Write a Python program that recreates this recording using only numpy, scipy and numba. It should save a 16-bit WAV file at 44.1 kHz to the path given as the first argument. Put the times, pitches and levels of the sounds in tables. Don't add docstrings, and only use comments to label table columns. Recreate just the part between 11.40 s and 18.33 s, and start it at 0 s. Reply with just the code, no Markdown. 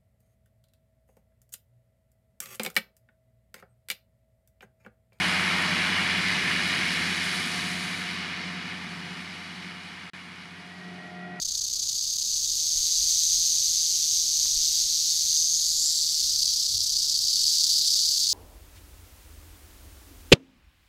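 import sys
import numpy as np
from scipy import signal
from scipy.fft import rfft, irfft
from scipy.io import wavfile
from scipy.ndimage import uniform_filter1d
from numba import njit

SR = 44100
rng = np.random.default_rng(int(sys.argv[2]) if len(sys.argv) > 2 else 0)


def generate_wav(sig):
    pcm = np.round(np.clip(np.atleast_2d(sig).T, -1, 1) * 32767).astype(np.int16)
    wavfile.write(sys.argv[1], SR, pcm)


N = 305613

# (time [s], turn rate [Hz])
TAIL_SPEED = [(0, 141), (.65, 147), (.85, 153), (1.25, 155), (1.85, 164.5), (2.9, 156), (4.2, 161),
              (5.35, 148.5), (5.85, 149), (6.05, 154), (6.93, 152)]


def undb(db):
    return 10 ** (np.asarray(db) / 20)


def unit(x):
    return x / np.sqrt(np.mean(x ** 2))


def curves(table):
    times_s, *columns = np.transpose(table)
    return [np.interp(np.arange(N) / SR, times_s, column) for column in columns]


def drift(rate_hz):
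    hold = int(SR / rate_hz)
    steps = np.repeat(rng.standard_normal(N // hold + 1), hold)
    return unit(uniform_filter1d(steps, hold)[:N])


def swell(at_s, sigma_s):
    return np.exp(-.5 * ((np.arange(N) / SR - at_s) / sigma_s) ** 2)


def butter(x, hz, kind, order=3):
    return signal.sosfilt(signal.butter(order, hz, kind, fs=SR, output="sos"), x)


def colour(x, spectrum):
    hz, db = np.transpose(spectrum)
    bins_hz = np.maximum(np.arange(N + 1) * SR / (2 * N), 1)
    gain = undb(np.interp(np.log(bins_hz), np.log(hz), db))
    cepstrum = irfft(np.log(gain))
    cepstrum[1:N] *= 2
    cepstrum[N + 1:] = 0
    response = np.exp(rfft(cepstrum))
    return unit(irfft(rfft(x, 2 * N) * response)[:N])


@njit
def resonance(x, hz, width_hz):
    y = np.empty(len(x))
    band_state, low_state = 0., 0.
    for i in range(len(x)):
        g, damping = np.tan(np.pi * hz[i] / SR), width_hz / hz[i]
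        band = (band_state + g * (x[i] - low_state)) / (1 + g * (g + damping))
        band_state = 2 * band - band_state
        low_state += 2 * g * band
        y[i] = damping * band
    return y


def bell(x, hz, width_hz, db):
    return x + (undb(db) - 1) * resonance(x, hz * np.ones(N), float(width_hz))


def rumble(hz):
    noise = butter(rng.standard_normal(N), hz / 2, "high")
    return unit(butter(noise, hz * 2, "low", order=4))


def outdoors(air_db=-56, breeze_db=-63, breeze_hz=22, gust_db=3, puff_sigma_s=.046):
    # (frequency [Hz], relative level [dB])
    air_spectrum = [(20, -1), (70, -1.5), (130, -6.5), (200, -11.5), (330, -17), (600, -21.5), (1020, -24),
                    (1220, -20.5), (1500, -25), (4000, -36), (15000, -40)]
    # (time [s], level [dB], centre [Hz])
    puffs = [(1.14, -52, 26), (1.4, -48, 27), (1.61, -48.5, 27), (1.97, -50, 27), (3.16, -46, 22),
             (5.37, -47.5, 55)]
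    out = colour(rng.standard_normal(N), air_spectrum) * undb(air_db + .46 * drift(3.07))
    out += rumble(breeze_hz) * undb(breeze_db + gust_db * drift(6))
    for at_s, db, hz in puffs:
        out += rumble(hz) * undb(db) * swell(at_s, puff_sigma_s)
    return out


def ticks(decay_s=.0023):
    # (time [s], peak [dB])
    events = [(3.0541, -35), (3.926, -46), (6.445, -43)]
    # (centre [Hz], width [Hz], relative gain [dB])
    modes = [(450, 400, 5), (1150, 650, 3), (1850, 900, -10)]
    t, out = np.arange(N) / SR, np.zeros(N)
    for at_s, peak_db in events:
        envelope = (t >= at_s) * np.exp(-np.abs(t - at_s) / decay_s)
        crunch = rng.standard_normal(N) * envelope + 1e-18
        tick = sum(undb(db) * resonance(crunch, np.full(N, float(hz)), float(width_hz))
                   for hz, width_hz, db in modes)
        out += tick / np.abs(tick).max() * undb(peak_db)
    return out


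def slackness(in_step_hz=157, loosen_hz=5):
    lag_hz = np.maximum(in_step_hz - curves(TAIL_SPEED)[0], 0)
    return lag_hz, np.minimum(lag_hz / loosen_hz, 1)


def knocks(phase_turns, astray_share, count=24, spread_turns=.11, lead_turns=.35, early_share=.48):
    turn = np.arange(int(phase_turns[-1]) + 2)[:, None]
    shape = (len(turn), count)
    early = rng.random(shape) < early_share
    offset_turns = spread_turns * rng.standard_normal(shape) * (1 + .5 * early) - lead_turns * early
    astray = rng.random(shape) < np.interp(turn, phase_turns, astray_share)
    when_turns = turn + np.where(astray, rng.random(shape), offset_turns)
    polarity = rng.choice([-1, 1], shape)
    strength = polarity * undb(2 * rng.standard_normal(shape) - early)
    sample = np.searchsorted(phase_turns, when_turns)
    inside = (sample > 0) & (sample < N)
    impulses = np.bincount(sample[inside], strength[inside], N)
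    tumble_db = 2 * astray_share * drift(200)
    return unit(impulses * undb(tumble_db))


def shaking(scrape_db=-7, flop_hz=35.1, flop_sag=.2878, split_hz=5500, sheen_hz=8500):
    lag_hz, slack = slackness()
    astray_share = np.interp(slack, [0, 1], [.1, .62])
    turn_hz = curves(TAIL_SPEED)[0] * (1 + .02 * drift(60))
    phase_turns = np.cumsum(turn_hz) / SR
    flop_rate_hz = (flop_hz - flop_sag * lag_hz) * (1 + .075 * drift(25))
    flop = np.sin(2 * np.pi * np.cumsum(flop_rate_hz) / SR)
    wide = butter(knocks(phase_turns, astray_share), split_hz, "low")
    middle = butter(knocks(phase_turns, astray_share), split_hz, "high")
    middle = butter(middle, sheen_hz, "low")
    small = butter(knocks(phase_turns, astray_share, count=32), sheen_hz, "high")
    force = wide + middle + small + undb(scrape_db) * rng.standard_normal(N)
    flight = ((1 + flop) / 2) ** 2
    flop_depth = np.clip(.05085 + .04294 * lag_hz, 0, 1)
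    force *= 1 - flop_depth * flight
    gap_db = -3.06 * astray_share * np.maximum(drift(300), 0) ** 2
    force *= undb(gap_db)
    return force / np.sqrt(uniform_filter1d(force ** 2, size=4000))


def ground_bounce(ring, sway_db=.74, notch_ratio=.865, max_cut_db=3.5):
    # (time [s], centre [Hz], boost [dB])
    bright_band = [(0, 6530, 3), (1.8, 6330, 1.6), (3.75, 6100, -0.5), (4.04, 6300, 6.5), (4.25, 6650, 4),
                   (4.45, 7400, 10), (4.85, 7500, 0), (5.6, 6350, 0), (6.93, 6500, 2.5)]
    centre_hz, boost_db = curves(bright_band)
    cut_db = np.minimum(1.4 * boost_db, max_cut_db)
    ring = bell(ring, centre_hz, width_hz=850, db=boost_db + sway_db * drift(10))
    return bell(ring, notch_ratio * centre_hz, width_hz=700, db=-cut_db)


def rattle(waver_db=.38):
    # (time [s], level [dB])
    effort = [(0, -29.5), (.6, -28), (.8, -27), (1.25, -25.5), (1.7, -23), (2.35, -24), (3.8, -23.5),
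              (4.02, -23.5), (4.11, -26.5), (4.29, -24), (4.38, -25.5), (4.5, -24.5), (4.9, -23.5),
              (5.35, -25), (5.75, -25), (6.08, -22.5), (6.55, -22.5), (6.72, -23.5)]
    # (frequency [Hz], relative gain [dB])
    held_out_spectrum = [(880, -44), (1500, -46), (2720, -27), (3580, -12), (4310, -5.5), (5190, -7),
                         (6310, 1.5), (6690, -2), (7300, -11), (8290, -14.5), (9330, -22.5), (10300, -21),
                         (11500, -23.5), (12600, -20), (15500, -35)]
    # (frequency [Hz], relative gain [dB])
    tucked_spectrum = [(880, -68), (1500, -39.5), (2590, -35), (3280, -17.5), (4570, -1.5), (5950, -6),
                       (6430, -8), (6960, -11), (7520, -13.5), (8210, -15), (8970, -23), (10100, -19),
                       (11400, -28.5), (12800, -21.5), (15500, -35)]
    # (time [s], share tucked in [0-1])
    tail_pose = [(0, 0.33), (3, 0.15), (3.8, 0.33), (4.25, 0.53), (6.1, 1)]
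    force = shaking()
    tucked = np.clip(curves(tail_pose)[0], 0, 1)
    ring = (1 - tucked) * colour(force, held_out_spectrum) + tucked * colour(force, tucked_spectrum)
    ring = bell(ring, 4680, width_hz=430, db=3)
    in_step = 1 - slackness()[1]
    sheen_db = np.interp(in_step, [0, 1], [-.3, .6])
    body_db = np.interp(in_step, [0, 1], [-5.5, 1])
    behind_head = swell(at_s=4.35, sigma_s=.21)
    ring = bell(ring, 11100, width_hz=5000, db=sheen_db + 2.5 * behind_head)
    ring = bell(ring, 1900, width_hz=680, db=body_db)
    ring = bell(ring, 2600, width_hz=800, db=-5.5 * behind_head)
    ring = ground_bounce(ring)
    return unit(ring) * undb(curves(effort)[0] + waver_db * drift(22))


def scene():
    return (rattle() + outdoors() + ticks())[None]


def record(dry, top_hz=15700):
    return signal.sosfilt(signal.ellip(12, .1, 90, top_hz, fs=SR, output="sos"), dry)


dry = scene()
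out = record(dry)
generate_wav(out)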